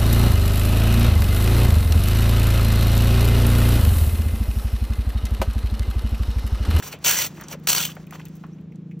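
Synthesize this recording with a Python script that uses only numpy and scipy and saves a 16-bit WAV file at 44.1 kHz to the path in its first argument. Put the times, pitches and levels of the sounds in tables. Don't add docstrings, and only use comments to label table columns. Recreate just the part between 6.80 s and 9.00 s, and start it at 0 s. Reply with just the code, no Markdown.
import sys
import numpy as np
from scipy import signal
from scipy.fft import rfft, irfft
from scipy.io import wavfile
from scipy.ndimage import uniform_filter1d

SR = 44100
rng = np.random.default_rng(int(sys.argv[2]) if len(sys.argv) > 2 else 0)


def to_linear_factor(level_db):
    exponent = np.asarray(level_db, float) / 20
    return 10 ** exponent


def int16_out(signal):
    q = np.round(np.clip(np.atleast_2d(signal).T, -1, 1) * 32767)
    wavfile.write(sys.argv[1], SR, q.astype(np.int16))


N = 97020
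T = np.arange(N) / SR


def level(x, db=0):
    return x * to_linear_factor(db) / np.sqrt(np.mean(x ** 2))


def colour(x, points):
    hz, db = np.array(points).T
    f = np.maximum(np.fft.rfftfreq(N, 1 / SR), 1)
    return irfft(rfft(x) * to_linear_factor(np.interp(np.log(f), np.log(hz), db)), N)


def ring(x, hz, width_hz):
    b, a = signal.iirpeak(min(hz, .45 * SR), hz / width_hz, SR)
    return signal.lfilter(b, a, x)


def walk(rate):
    hold = int(SR / rate)
    steps = np.repeat(rng.standard_normal(N // 40), hold)[:N]
    return level(uniform_filter1d(steps, hold))


def curve(rows, col=1):
    rows = np.array(rows)
    return to_linear_factor(np.interp(T, rows[:, 0], rows[:, col], -120, -120))


def grains(rate, spread_db):
    chance, side, size = rng.random((3, N))
    sign = np.sign(side - .5)
    return (chance < rate / SR) * sign * to_linear_factor(-spread_db * np.log(size + 1e-3))


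def echo(x, t60, db):
    fade = np.exp(-np.log(1000) * T[:16000] / t60)
    tail = level(rng.standard_normal(16000) * fade) / np.sqrt(16000)
    return x + to_linear_factor(db) * signal.fftconvolve(x, tail)[:N]


def hits(table, width, crack_db, gain_db, crack_hz):
    strike_share = 0.75
    out, t = np.zeros(N + 8000), np.arange(8000) / SR
    noises = rng.standard_normal((len(table), 8000))
    for (s, db, hz, t60), noise in zip(table, noises):
        fade = np.exp(-np.log(1000) * t / max(t60, .005))
        strike = strike_share + np.exp(-t / 0.0012)
        burst = noise * fade * strike * np.minimum(t / 0.0009, 1)
        width_hz = 1.93 * hz * width
        tone = ring(ring(burst, hz, width_hz), hz, width_hz)
        crack = ring(burst, crack_hz, 2.5 * crack_hz)
        hit = tone / abs(tone).max() + to_linear_factor(crack_db) * crack / abs(crack).max()
        i = int(s * SR)
        out[i:i + 8000] += to_linear_factor(db + gain_db) * hit
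    return out[:N]


# (f/Hz, level/dB)
ICE_COLOUR = [(200, -6.5), (900, -7), (2500, -4), (7000, -1), (10000, 3), (12500, -5), (14800, 6),
              (16000, -9)]


def icy(x):
    return colour(x, ICE_COLOUR)


# (f/Hz, width/Hz, level/dB)
BOARD_MODES = [(513, 100, 2), (1000, 110, 4), (1437, 150, 5), (2320, 350, -4.5), (2900, 620, 1),
               (4300, 180, 2.5), (5900, 720, 1), (7220, 610, 1)]


def board(x, patchy_db=0):
    return x + sum(to_linear_factor(db + patchy_db * walk(54.0)) * ring(x, hz, w) for hz, w, db in BOARD_MODES)


# (t/s, level/dB)
STROKES = [
    [(0.241, -33.5), (0.247, -22.5), (0.277, -21.5), (.3, -23), (.33, -24), (.39, -22.5), (0.471, -31),
     (0.495, -60), (0.51, -60)],
    [(0.871, -26), (.897, -25), (0.921, -20.5), (.941, -28.5), (.98, -26), (1.037, -31), (1.07, -37.5),
     (1.125, -51), (1.145, -74)],
]
# (t/s, boost/dB)
BITES = [(0.246, 4.5), (.26, 6), (.267, 4.5), (0.275, 4), (0.281, 6.5), (.291, 7), (0.31, 10.5),
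         (0.315, 1.5), (0.322, 3), (.336, 2.5), (0.351, -5.5), (.378, -1), (0.383, -2), (.417, 5.5),
         (.437, 3), (0.471, 2.5), (.872, 11), (.885, 6.5), (.889, 6), (0.895, 5), (.901, 7), (0.913, 3),
         (0.929, 11), (.948, 13), (0.962, 7.5), (0.97, 3.5), (0.98, 9.5), (.982, 1), (.988, 3), (1.003, 6),
         (1.012, 4.5), (1.028, 6), (1.036, 8.5), (1.051, 14), (1.064, 5.5), (1.073, 3.5), (1.099, 7),
         (1.117, 8)]
# (t/s, f/Hz, half length/s, level/dB)
FLARES = [(0.278, 6250, 0.012, 0.5), (0.302, 2740, 0.033, 0.5), (0.334, 1630, 0.039, 8.5),
          (0.383, 5900, 0.014, 5.5), (0.407, 2050, 0.063, 5), (0.896, 4300, 0.014, 6.5),
          (0.899, 6900, 0.012, 7), (0.909, 3100, 0.0042, 2), (0.991, 1390, 0.023, 8),
          (0.973, 4500, 0.011, 9), (1.042, 3170, 0.06, 8.5), (1.118, 3000, .014, 12)]


def cutting():
    chips_per_s, chip_spread_db = 16000, 2.2
    judder_hz, judder_db = 160, 1.
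    bite_s, slip_s = 0.0018, 0.004
    digs = 0
    for s, db in BITES:
        pace_s = np.where(T < s + bite_s, bite_s, slip_s)
        digs = digs + db * np.exp(-abs(T - s - bite_s) / pace_s)
    bite = to_linear_factor(judder_db * walk(judder_hz) + digs)
    ice = icy(grains(chips_per_s, chip_spread_db))
    flares = 0
    for s, hz, half_s, db in FLARES:
        swell = np.exp(-((T - s) / half_s) ** 2)
        flares = flares + to_linear_factor(db + 1.5) * swell * ring(ice, hz, hz * .14)
    chips = level(board(ice, patchy_db=0.5) + flares, 1.1)
    return chips * bite * sum(curve(c) for c in STROKES)


# (t/s, level/dB, dullness/dB)
DRAGS = [
    [(0.0, -37, -5), (.018, -68, 13.5), (.026, -37.5, -7), (.055, -41, -9), (0.08, -35.5, -15),
     (0.11, -51.5, 2), (0.128, -36, -10), (.155, -58.5, 9.5), (0.2, -92, -5)],
    [(0.54, -60, -14), (.575, -58, -12), (0.61, -59.5, 13), (0.66, -76.5, 23), (.7, -49, -1.5),
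     (0.73, -34, -15.5), (0.746, -57, 15), (.765, -74, 7), (0.79, -94, -3)],
    [(1.29, -88, -6), (1.306, -72, -21), (1.33, -52, -14), (1.354, -51, 9.5), (1.38, -68.5, 4),
     (1.4, -62, 14), (1.44, -84, -7), (1.465, -67, 7), (1.5, -72, -19)],
]


def dragging():
    grit = grains(16000, 0.67) * to_linear_factor(0.68 * walk(110))
    hiss = level(board(icy(grit), patchy_db=4), 1.5)
    rub = level(ring(board(grit), 800, 1000), .1)
    return sum(curve(d) * (hiss + curve(d, 2) * rub) for d in DRAGS)


# (t/s, level/dB)
CRUMBS = [(0.0, -70), (.17, -82), (0.23, -42), (.5, -46.5), (.68, -60), (.78, -95), (.85, -49.5),
          (1.14, -49.5), (1.23, -51.5), (1.285, -74), (1.35, -56), (1.55, -56.5), (1.72, -64), (1.89, -80),
          (2.2, -71)]


def crumbs():
    patter = grains(9000, 2.5) * to_linear_factor(1.8 * walk(40))
    dulling = to_linear_factor(np.interp(T, [1.5, 1.9], [-3, -16]))
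    sparkle = level(ring(patter, 21000, 4000)) * dulling
    rattle = level(ring(patter, 5900, 7000))
    thud = level(ring(patter, 1200, 1500), 1.0)
    return (rattle + sparkle + thud) * to_linear_factor(-9.5) * curve(CRUMBS)


# (t/s, peak level/dB, f/Hz, ring/s)
KNOCKS = [(0.025, -28.5, 1400, 0.07), (0.127, -30.5, 2400, 0.14), (.134, -35, 560, .08),
          (0.572, -40.5, 1690, 0.091), (.62, -32, 1855, .05), (.58, -35.5, 940, .05),
          (0.599, -34, 1500, 0.05), (.612, -34, 1100, .08), (.641, -38, 1350, .08), (1.168, -34, 558, .06),
          (.712, -33.5, 970, .05), (0.729, -28, 1500, 0.06), (.738, -37, 480, 0.1),
          (.75, -37.5, 410, 0.059), (.873, -20, 1200, .03), (1.089, -34.5, 1330, 0.08),
          (1.166, -30, 1350, 0.06), (1.197, -48, 942, 0.051), (1.241, -47.5, 1500, .03),
          (1.324, -31, 1170, 0.04), (1.334, -35, 2500, .04), (1.338, -37, 1340, 0.03),
          (1.352, -34.5, 1000, 0.04), (1.396, -39.5, 1100, 0.04), (1.402, -36.5, 1200, .03),
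          (1.414, -39.5, 2600, 0.05), (1.459, -46.5, 2440, 0.08), (1.467, -45.5, 2600, .05),
          (1.637, -33.5, 1150, 0.09)]


def knocks():
    body_hz, body_width_hz, body_db = 570, 420, -13.5
    blows = hits(KNOCKS, 0.36, -27.5, .1, 2200)
    body = level(ring(ring(blows, body_hz, body_width_hz), body_hz, body_width_hz))
    return blows + to_linear_factor(body_db) * body * np.std(blows)


# (t/s, peak level/dB, f/Hz, ring/s)
TICKS = [(0.1885, -45, 12000, 0.0087), (0.611, -26, 14900, 0.019), (0.635, -41, 7000, 0.04),
         (0.6833, -28, 6300, 0.031), (0.6944, -43.5, 5600, 0.012), (0.7986, -47, 15600, 0.02),
         (0.8365, -43, 14600, 0.031), (1.1518, -36, 15000, 0.039), (1.268, -42, 14500, 0.0088),
         (1.3084, -30, 14100, 0.016), (1.4531, -30.5, 14000, 0.025), (1.4835, -39, 14400, 0.028),
         (1.5529, -40.5, 15200, 0.051), (1.5664, -41.5, 13850, 0.038), (1.6661, -48.5, 14100, 0.022),
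         (1.8113, -54, 15520, 0.012), (1.957, -49.5, 6300, 0.025), (2.1914, -49, 15700, 0.033)]


def ticks():
    return hits(TICKS, 0.54, -9.5, .1, 9000)


# (t/s, peak level/dB, f/Hz, ring/s)
DRIPS = [(.637, -37.5, 6000, 0.051), (.683, -36, 5800, .04), (.712, -35, 5900, 0.1),
         (1.098, -33.5, 3180, 0.031), (1.27, -45.5, 2550, 0.04), (1.3079, -38.5, 2200, 0.07),
         (1.3558, -35.5, 2100, 0.021), (1.3965, -40, 2194, 0.077), (1.7599, -67, 2265, 0.057),
         (1.7848, -51.5, 2410, 0.043), (1.92, -49.5, 2270, 0.04), (2.1116, -46.5, 2240, 0.076)]


def drips():
    return hits(DRIPS, 0.17, -5.5, 0.085, 3400)


def squeak():
    middle_hz, rise_hz_per_s = 5900, 37000
    t = T - 1.735
    tone = np.sin(2 * np.pi * (middle_hz * t + rise_hz_per_s * t ** 2 / 2))
    return to_linear_factor(-66 + 3 * walk(400)) * tone * np.exp(-(t / .016) ** 2)


# (t/s, level/dB)
ENGINE_LEVEL = [(0, -48), (.15, -45.5), (.3, -49), (.45, -44.5), (.55, -40.5), (.63, -47.5), (.75, -39.5),
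                (.9, -40.5), (1.05, -39), (1.2, -41), (1.3, -42.5), (1.45, -39), (1.6, -39), (1.75, -39),
                (1.9, -38.5), (2.05, -37), (2.2, -33)]
# (f/Hz, width/Hz, level/dB)
EXHAUST = [(169.5, 66, -0.5), (156.64, 27, -7.5), (317, 59, -15.5), (463, 52, -25.5)]
# (t/s, firings so far)
FIRINGS = [(-.014, 0), (.429, 11), (.859, 22), (1.089, 28), (1.47, 38), (1.846, 48), (2.177, 57),
           (2.25, 59)]


def engine():
    lag_s, jitter_s, uneven_db = .012, .0003, 1.
    echo_t60_s, far_wet_db, near_wet_db = .25, -7, -20
    s, count = np.array(FIRINGS).T
    chance = rng.standard_normal((60, 2))
    at = np.interp(np.arange(60), count, s) - lag_s + jitter_s * chance[:, 0]
    pulses = np.zeros(N + SR)
    pulses[np.clip(at * SR, 0, None).astype(int)] = to_linear_factor(uneven_db * chance[:, 1])
    pipe = 0
    for hz, w, db in EXHAUST:
        pipe = pipe + to_linear_factor(db) * level(ring(ring(ring(pulses[:N], hz, w), hz, w), hz, w))
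    wet = to_linear_factor(np.interp(T, [0, T[-1]], [far_wet_db, near_wet_db]))
    tail = echo(pipe, echo_t60_s, 0) - pipe
    return level(pipe + wet * tail) * curve(ENGINE_LEVEL)


# (t/s, level/dB)
SHAKE = [(0, -49.5), (.5, -46), (.9, -49), (1.1, -48), (2.2, -62.5)]


def shake():
    push = np.diff(rng.standard_normal(N), prepend=0)
    rumble = ring(ring(push, 43, 70), 65, 110)
    return level(rumble * to_linear_factor(1.2 * walk(25))) * curve(SHAKE)


# (f/Hz, level/dB)
STREET = [(30, -33.5), (60, -7.5), (120, -0.5), (300, 1), (600, -20.5), (1000, -30.5), (3000, -36),
          (16000, -79.5)]


def street():
    return level(colour(rng.standard_normal(N), STREET) * to_linear_factor(1.2 * walk(6)), -49)


# (start t/s, end t/s)
KEPT = [(.11, .15), (.24, .256), (.68, .69), (.868, .88), (.92, .96), (1.04, 1.08), (1.305, 1.32),
        (1.45, 1.5), (1.63, 1.68)]


def stereo_part(spec, share):
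    kept = uniform_filter1d(sum((T > a) & (T < b) for a, b in KEPT) * 1., size=200)
    edge = np.maximum(kept, uniform_filter1d((walk(18) > .5) * 1., size=400))

    def under(limit):
        weak = uniform_filter1d((abs(share) < limit) * 1., size=300)
        return uniform_filter1d(weak, size=300)

    def part(weight):
        return irfft(spec * share * weight, N)

    core, wide = under(.27), under(.4)
    return part(1 - wide) + edge * part(wide - core) + kept * 0.092 * irfft(spec * core, N)


# (f/Hz, phase/rad)
PORT_PHASE = [(100, .06), (3900, .3), (4800, 1.5), (5450, .25), (7100, 1.57), (10050, 3.14), (14000, 5.4),
              (15300, 6.28)]


def scene():
    near = cutting() + dragging() + crumbs() + knocks() + ticks() + drips() + squeak()
    near = echo(near, 0.051, -12)
    spec = rfft(near + engine() + street() + shake())
    hz, rad = np.array(PORT_PHASE).T
    lead = np.interp(np.fft.rfftfreq(N, 1 / SR), hz, rad)
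    half = uniform_filter1d(lead, size=500) / 2
    mid = stereo_part(spec, np.cos(half))
    side = stereo_part(1j * spec, np.sin(half))
    side = side + to_linear_factor(-13) * street() + to_linear_factor(-15) * ring(ring(near, 480, 500), 480, 500)
    tilt = to_linear_factor(.1 / 2)
    return np.array([(mid + side) * tilt, (mid - side) / tilt])


def low_pass(x):
    return signal.sosfilt(signal.butter(12, 16990, fs=SR, output="sos"), x)


def record(dry):
    low_cut = signal.butter(2, 35, "high", fs=SR, output="sos")
    top_cut = signal.ellip(8, .2, 60, 15900, fs=SR, output="sos")
    clear = signal.sosfilt(low_cut, dry * np.minimum(T / .004, 1))
    limited = np.tanh(1.277 * clear) / 1.251
    return low_pass(signal.sosfilt(top_cut, limited))


dry = scene()
out = record(dry)
int16_out(out)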